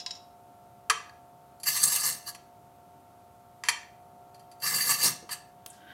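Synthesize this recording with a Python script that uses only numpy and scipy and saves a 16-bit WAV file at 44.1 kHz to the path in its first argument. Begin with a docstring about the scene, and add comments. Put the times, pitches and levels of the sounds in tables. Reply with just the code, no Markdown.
"""A small workshop, at the bench, with a fan humming behind. A metal file lands on a metal part with a
knock, then is drawn across it in a rasping stroke and a short after-scrape; this happens twice.
The teeth catch at random and ring the steel and the bench top. A loose fitting clicks at the start;
at the end the hands shift and the part slides a little on its mat."""
import sys
import numpy as np
from scipy import signal
from scipy.fft import rfft, irfft, next_fast_len
from scipy.io import wavfile
from scipy.ndimage import uniform_filter1d, map_coordinates

SR = 44100
rng = np.random.default_rng(int(sys.argv[2]) if len(sys.argv) > 2 else 0)


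def output_pcm(signal):
    """Save a mono or channel-first signal as 16-bit PCM at the path in sys.argv[1].

    Samples are clipped to [-1, 1] before scaling.
    """
    pcm = np.clip(np.atleast_2d(signal).T, -1, 1) * 32767
    wavfile.write(sys.argv[1], SR, np.round(pcm).astype(np.int16))


N = 261848


def amp(db):
    """Decibels to gain."""
    return 10 ** (np.asarray(db) / 20)


def unit(x):
    """Scale to rms 1."""
    return x / np.sqrt(np.mean(x ** 2) + 1e-20)


def along(points, hz):
    """(Hz, value) points joined on a log axis."""
    f, v = np.transpose(points)
    return np.interp(np.log(hz + 1), np.log(f + 1), v)


def automation(points):
    """(Seconds, value) points joined into one value per sample."""
    return np.interp(np.arange(N) / SR, *np.transpose(points))


def wobble(rate):
    """A smooth random curve, rate knots a second."""
    return map_coordinates(rng.standard_normal(8192), [np.arange(N) * rate / SR], mode="wrap")


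def zero_phase(x, gain):
    """Zero-phase EQ with a given gain at each frequency."""
    size = next_fast_len(len(x) + 8192)
    return irfft(rfft(x, size) * gain(np.fft.rfftfreq(size, 1 / SR)), size)[:len(x)]


def causal(x, gain):
    """Minimum-phase EQ: nothing rings ahead of the hit."""
    size = 16384
    cepstrum = irfft(np.log(gain(np.fft.rfftfreq(size, 1 / SR)) + 1e-6))
    cepstrum[1:size // 2] *= 2
    cepstrum[size // 2 + 1:] = 0
    return signal.fftconvolve(x, irfft(np.exp(rfft(cepstrum))))[:len(x)]


def coloured(x, points):
    """x through an EQ curve of (Hz, dB) points."""
    return causal(x, lambda hz: amp(along(points, hz)))


def resonate(x, modes, bare=None):
    """x through steep-sided resonances that stand on an optional bare spectrum."""
    def gain(f):
        power = sum((amp(db) * (f * width) ** 2 / ((hz * hz - f * f) ** 2 + (f * width) ** 2)) ** 2
                    for hz, width, db in modes)
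        floor = 0 if bare is None else amp(along(bare, f))
        return np.sqrt(power + floor ** 2)
    return causal(x, gain)


def band(x, lo_hz, hi_hz):
    """The part of x between two soft edges, at rms 1."""
    edges = lambda hz: 1 / np.sqrt((1 + (lo_hz / (hz + 1)) ** 20) * (1 + (hz / hi_hz) ** 20))
    return unit(zero_phase(x, edges))


def burst(t60):
    """The force of a contact: a flurry of tiny impacts that dies away."""
    t = np.arange(SR // 4) / SR
    return rng.choice([-1, 1], len(t)) * amp(-60 * t / t60)


def friction(per_second, spread_db, chatter_db, chatter_rate):
    """Tiny catches snap free at random; stick and slip make their strength flutter."""
    snaps = (rng.random(N) < per_second / SR) * rng.choice([-1, 1], N)
    strength = amp(spread_db * rng.standard_normal(N))
    return unit(snaps * strength * amp(chatter_db * wobble(chatter_rate)))


def add(track, start, db, sound):
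    """Drop in a one-shot at a peak level, taken as three times the rms of its loudest 5 ms."""
    peak = 3 * np.sqrt(uniform_filter1d(sound ** 2, size=SR // 200).max())
    place = track[max(round(start * SR), 0):][:len(sound)]
    place += amp(db) * sound[:len(place)] / peak


# The fan creeps up in speed. Each row: time in seconds, blade tone in Hz.
FAN_SPEED = [(0.0, 708.9), (3.52, 708.5), (3.65, 712.0), (5.7, 714.8)]
# The hum swells and fades a little as someone moves nearby. Each row: time in seconds, level in dB.
HUM_LEVEL = [(0, -55), (3.6, -57), (4.2, -53.5), (5.5, -56)]
# The hum's partials. Each row: multiple of the shaft rate, relative level in dB.
HUM_PARTIALS = [(6, -14.5), (7, -25), (8, -16), (9, -14), (10, -12), (11, 0), (12, -11), (13, -18),
                (14, -8), (17, -19), (19, -25), (20, -31), (21, -18)]
# The dark bed of moving air. Each row: frequency in Hz, gain in dB.
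AIR_EQ = [(15, -57), (25, -24), (108, -2.5), (384, -11.5), (463, -15.5), (641, -15), (714, -7.5),
          (840, -27.5), (911, -11.5), (988, -17.5), (1330, -17), (1700, -26), (5280, -32.5), (14000, -30),
          (16000, -39)]

def fan(blades=11, air_db=-60):
    """Blade tone and shaft harmonics, each wavering a little, over a soft rush of air."""
    turns = np.cumsum(automation(FAN_SPEED) / blades) / SR
    hum = np.zeros(N)
    for order, db in HUM_PARTIALS:
        gain = amp(db + 0.38 * wobble(8.1))
        hum += gain * np.sin(2 * np.pi * (order * turns + rng.random()) + 0.12 * wobble(14))
    air = coloured(rng.standard_normal(N), AIR_EQ)
    return amp(automation(HUM_LEVEL)) * unit(hum) + amp(air_db) * unit(air)


# The workshop's short reverb. Each row: frequency in Hz, t60 in seconds.
ROOM_DECAY = [(150, .4), (1000, .43), (2500, .43), (5000, .37), (10000, .3), (15000, .21)]
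# The EQ on the reverb return. Each row: frequency in Hz, gain in dB.
ROOM_EQ = [(300, -5.5), (1500, -12.5), (3200, -10), (3900, -10), (4650, -16.5), (5600, -10), (12000, -16.5)]

def room(x, build_s=0.0095):
    """The workshop's diffuse answer; the treble dies first."""
    hz, t, noise = signal.stft(rng.standard_normal(SR * 3 // 4), SR, nperseg=256)
    decay = amp(-60 * t / along(ROOM_DECAY, hz)[:, None])
    tail = signal.istft(noise * decay, SR, nperseg=256)[1]
    tail *= 1 - np.exp(-np.arange(len(tail)) / SR / build_s)
    wet = signal.fftconvolve(x, tail / np.linalg.norm(tail))[:N]
    return coloured(wet, ROOM_EQ)


# The ring of the sliding part. Each row: pitch in Hz, width in Hz, gain in dB.
SLIDE_MODES = [(1580, 140, 0), (1930, 150, -12), (3100, 600, -14), (3740, 250, -17), (11400, 500, -27)]
# The dull rub of the mat. Each row: frequency in Hz, gain in dB.
MAT_EQ = [(150, -41), (280, -5.5), (700, -36), (1300, -17), (4000, -28), (7000, -41.5), (16000, -37.5)]

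def slide(peak_s=5.915, peak_db=-51, swell_db_per_s=90, stop_db_per_s=252):
    """The part rubs softly over its mat, swelling until it stops."""
    force = friction(per_second=3040, spread_db=2.5, chatter_db=-2, chatter_rate=90)
    t = np.arange(N) / SR - peak_s
    envelope_db = peak_db + np.minimum(swell_db_per_s * t, -stop_db_per_s * t)
    return amp(envelope_db) * unit(resonate(force, SLIDE_MODES, MAT_EQ))


# Hand foley. Each row: start in seconds, peak in dB, centre in Hz, width in octaves, t60 in seconds.
HAND_TOUCHES = [(5.226, -38.5, 273, 0.81, 0.1), (5.662, -25.5, 3000, 6.4, 0.021),
                (5.672, -43.5, 10300, 0.22, 0.27), (5.701, -37, 8200, 0.19, 0.068),
                (5.73, -50, 5300, 0.72, 0.36)]

def hands():
    """The hands shift: a soft bump, dry ticks and brushes, each a burst in one broad or narrow band."""
    track = np.zeros(N)
    for start, db, centre_hz, octaves, t60 in HAND_TOUCHES:
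        hump = lambda hz: np.exp(-0.5 * (np.log2((hz + 1) / centre_hz) / octaves) ** 2)
        add(track, start, db, causal(burst(t60), hump))
    return track


# The opening clicks. Each row: start in seconds, peak in dB, contact t60 in seconds.
FITTING_CLICKS = [(0.0, -28, 0.094), (0.0622, -20, .022), (.108, -22.5, 0.032), (0.152, -36.5, 0.082)]
# The fitting's thin ring. Each row: pitch in Hz, width in Hz, gain in dB.
FITTING_MODES = [(1020, 41, -4), (1620, 74, -13.5), (2670, 220, -12), (2910, 43, -7), (3370, 31, -1),
                 (3885, 92, 5), (4130, 150, -5), (4800, 66, 0), (5170, 110, 3), (5480, 380, 0.5),
                 (6990, 240, -6), (8900, 670, -20)]
# The dry snap under that ring. Each row: frequency in Hz, gain in dB.
SNAP_EQ = [(500, -59), (2000, -17.5), (2800, -16), (5500, -10), (7500, -21.5), (11000, -43), (16000, -45.5)]

def loose_fitting(rattle_db=-17.5, rattle_t60=0.17):
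    """A small loose fitting clicks a few times and buzzes on after each click."""
    track = np.zeros(N)
    for start, db, t60 in FITTING_CLICKS:
        force = burst(t60) + amp(rattle_db) * burst(rattle_t60)
        add(track, start, db, resonate(force, FITTING_MODES, SNAP_EQ))
    return track


# The clank of the struck part. Each row: pitch in Hz, width in Hz, gain in dB.
PART_MODES = [(440, 110, -18), (970, 130, 0), (1184, 110, -2), (1287, 90, -7), (1665, 110, -1),
              (1860, 170, -0.5), (2019, 100, -2), (2370, 260, -6), (2710, 80, -4), (3133, 110, -2.5),
              (4300, 260, -6), (4690, 260, -2), (5740, 220, -8), (6180, 180, -6), (7290, 180, -4),
              (8300, 400, -15), (9260, 170, -10), (10310, 420, -12), (11049, 130, -10), (11195, 150, -11),
              (12550, 300, -24), (14200, 350, -23)]
# The crack of metal on metal. Each row: frequency in Hz, gain in dB.
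CRACK_EQ = [(100, -46.5), (300, -38.5), (430, -23), (650, -28.5), (950, -12), (2400, -10), (3700, -13.5),
            (4600, -19), (5200, -15), (6200, -13.5), (11000, -18.5), (12200, -28), (16000, -35)]

def struck_part(lower_hz, upper_hz, boost_db, tilt, t60):
    """The file touches the part; the spot that it hits favours two groups of modes."""
    octaves = lambda hz, centre_hz: np.log2((hz + 20) / centre_hz)
    def spot(hz):
        favoured = sum(np.exp(-(octaves(hz, centre) / 0.16) ** 2) for centre in (lower_hz, upper_hz))
        return amp(boost_db * favoured + tilt * octaves(hz, upper_hz))
    return causal(resonate(burst(t60), PART_MODES, CRACK_EQ), spot)


# Light lead-in touches. Each row: start in seconds, peak in dB, tilt in dB per octave.
GRAZES = [(1.600, -41, 8), (1.633, -25, 7), (4.345, -45.5, 2.5), (4.395, -48.5, 4), (4.515, -44, 3.5),
          (4.601, -43, 6), (4.622, -30.5, 1.5), (5.292, -29, -2)]

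def grazes():
    """The teeth graze the edge as the file is lined up for a stroke."""
    track = np.zeros(N)
    for start, db, tilt in GRAZES:
        touch = struck_part(lower_hz=4500, upper_hz=11800, boost_db=7.5, tilt=tilt, t60=0.093)
        add(track, start, db, touch)
    return track


# Hard hits and small taps. Each row: start in seconds, peak in dB, lower and upper favoured pitch in Hz,
# their boost in dB, tilt in dB per octave, contact t60 in seconds.
KNOCKS = [(0.8984, -7.5, 460, 1164, 12.8, -0.5, 0.068), (1.095, -38, 1650, 4330, 16, -1, 0.026),
          (2.348, -34, 2670, 11000, 3.8, 2.5, 0.051), (3.637, -21.5, 1050, 1983, 3.2, -0.5, 0.037),
          (3.650, -30, 1050, 1950, 1.5, -1, 0.3), (3.686, -6.5, 2317, 4550, 4.1, 1, 0.067)]

def knocks():
    """The file lands on the part and sets it ringing."""
    track = np.zeros(N)
    for start, db, *tone in KNOCKS:
        add(track, start, db, struck_part(*tone))
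    return track


def travelling(force, patchy_db):
    """A moving contact feeds now these modes, now those."""
    spectrum = signal.stft(force, nperseg=256)[2]
    patches = uniform_filter1d(rng.standard_normal(spectrum.shape), size=4, axis=0)  # across frequency
    patches = uniform_filter1d(patches, size=14, axis=1)  # across time
    return signal.istft(spectrum * amp(patchy_db * unit(patches)), nperseg=256)[1][:N]


# File and part ringing together. Each row: pitch in Hz, width in Hz, gain in dB.
STEEL_MODES = [(960, 250, -17), (1180, 150, -8), (1730, 150, -6), (2050, 170, -11), (2710, 70, -7),
               (2920, 120, -13), (4330, 300, -7.5), (4660, 190, -3), (5776, 260, -8), (6156, 60, -5),
               (6420, 420, -5), (7590, 240, -3), (8000, 300, -8), (8208, 80, -1), (8500, 380, -7),
               (9040, 160, -3), (9260, 150, 0), (9637, 90, -3), (10550, 420, -7), (10820, 90, -4),
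               (11049, 60, -7), (11195, 60, -3), (11500, 140, -7), (11750, 240, -7), (12490, 190, -4),
               (12850, 450, -9), (14120, 170, -8), (14500, 330, -13), (15080, 130, -9)]
# The bare grit of the teeth. Each row: frequency in Hz, gain in dB.
GRIT_EQ = [(500, -32.5), (1400, -27), (2400, -22.5), (3400, -26.5), (3900, -22.5), (5200, -12),
           (7000, -14.5), (10000, -16.5), (12200, -19.5), (13500, -22), (15700, -21)]
# A close pair of modes that a stroke sets singing. Each row: pitch in Hz, width in Hz, gain in dB.
SINGING_MODES = [(4622, 100, -2), (4685, 100, 0)]
# The low weight of the bench top. Each row: pitch in Hz, width in Hz, gain in dB.
BENCH_MODES = [(126, 40, -1.5), (160, 55, 3.5), (243.7, 55, -3.5), (375.3, 69, -7), (496, 80, -3.5)]
# Accents where the teeth dig in or skip. Each row: centre in seconds, level change in dB,
# half length in seconds, shrillness in dB.
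BITES = [(1.686, 7, .018, -3), (1.77, 5, .01, 0), (1.841, 12, 0.011, 10), (1.858, 4.5, .004, 13),
         (1.882, 5.5, .012, 9), (1.93, 5, 0.022, 4), (1.964, 7.5, 0.0076, 4), (2.007, 4.5, 0.011, 5),
         (2.062, 5, .027, 2), (4.672, 3, .011, -6), (4.717, -3.5, 0.0042, 0), (4.76, 4, 0.0176, 1),
         (4.817, 3, .008, 0), (4.907, 9, 0.025, -1), (4.98, -6.5, .025, -3), (5.056, 10, 0.039, 2)]
# Long stroke, short after-scrape, twice. Each row: start of the hold and its length in seconds, release
# in dB per second, rasp level in dB, then body, singing, shrill ring and bench in dB against the rasp.
STROKES = [(1.667, 0.44, 231, -33.5, -8.5, -18, -8, -27.5),
           (2.277, 0.015, 850.5, -37, -7.5, -10, -15.5, -28), (4.637, 0.45, 328.5, -32, -8, -6, -12, -21),
           (5.318, 0.016, 650, -38.5, 1, -2, 1, -29)]

def filing(attack_db_per_s=1102.5, sing_fade_db_per_s=16, lean_db_per_s=8):
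    """The teeth catch and ring the steel; a shrill bite moves the ring from the low modes to the high."""
    t = np.arange(N) / SR
    bite_db, bright_db = sum(np.outer([db, shrillness], np.exp(-((t - centre) / half_length) ** 2))
                             for centre, db, half_length, shrillness in BITES)
    teeth = friction(per_second=7400, spread_db=2.5, chatter_db=0.9, chatter_rate=290)
    force = travelling(teeth, patchy_db=2.8)
    steel = resonate(force, STEEL_MODES, GRIT_EQ)
    rasp = amp(-3.5) * (band(steel, 3500, 7760) + band(steel, 11000, 17000))
    body = amp(-0.44 * bright_db) * band(steel, 600, 3900)
    shrill = amp(bright_db) * band(steel, 7900, 9900)
    singing = amp(-0.77 * bright_db) * unit(resonate(force, SINGING_MODES))
    bench = band(resonate(force, BENCH_MODES), 108, 1000)
    track = np.zeros(N)
    for start, hold, release, rasp_db, body_db, sing_db, shrill_db, bench_db in STROKES:
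        attack_db = -attack_db_per_s * np.maximum(start - t, 0)
        release_db = -release * np.maximum(t - start - hold, 0)
        held_s = np.clip(t - start, 0, hold)
        rings = amp(body_db) * body + amp(shrill_db) * shrill
        rings += amp(sing_db - sing_fade_db_per_s * held_s) * singing
        rumble = amp(bench_db + lean_db_per_s * held_s) * bench  # the hand leans ever harder
        track += amp(rasp_db + attack_db + release_db + bite_db) * (rasp + rings + rumble)
    return track


def scene():
    """Bench work and its reverb over the fan, in mono."""
    work = filing() + knocks() + grazes() + loose_fitting() + slide() + hands()
    return (work + room(work) + fan())[None]


def record(dry, low_cut_hz=48, top_hz=15800):
    """The microphone drops the deepest bass and keeps nothing above its band limit."""
    microphone = lambda hz: (hz < top_hz) / np.sqrt(1 + (low_cut_hz / (hz + 1)) ** 6)
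    return np.array([zero_phase(channel, microphone) for channel in dry])


dry = scene()
out = record(dry)
output_pcm(out)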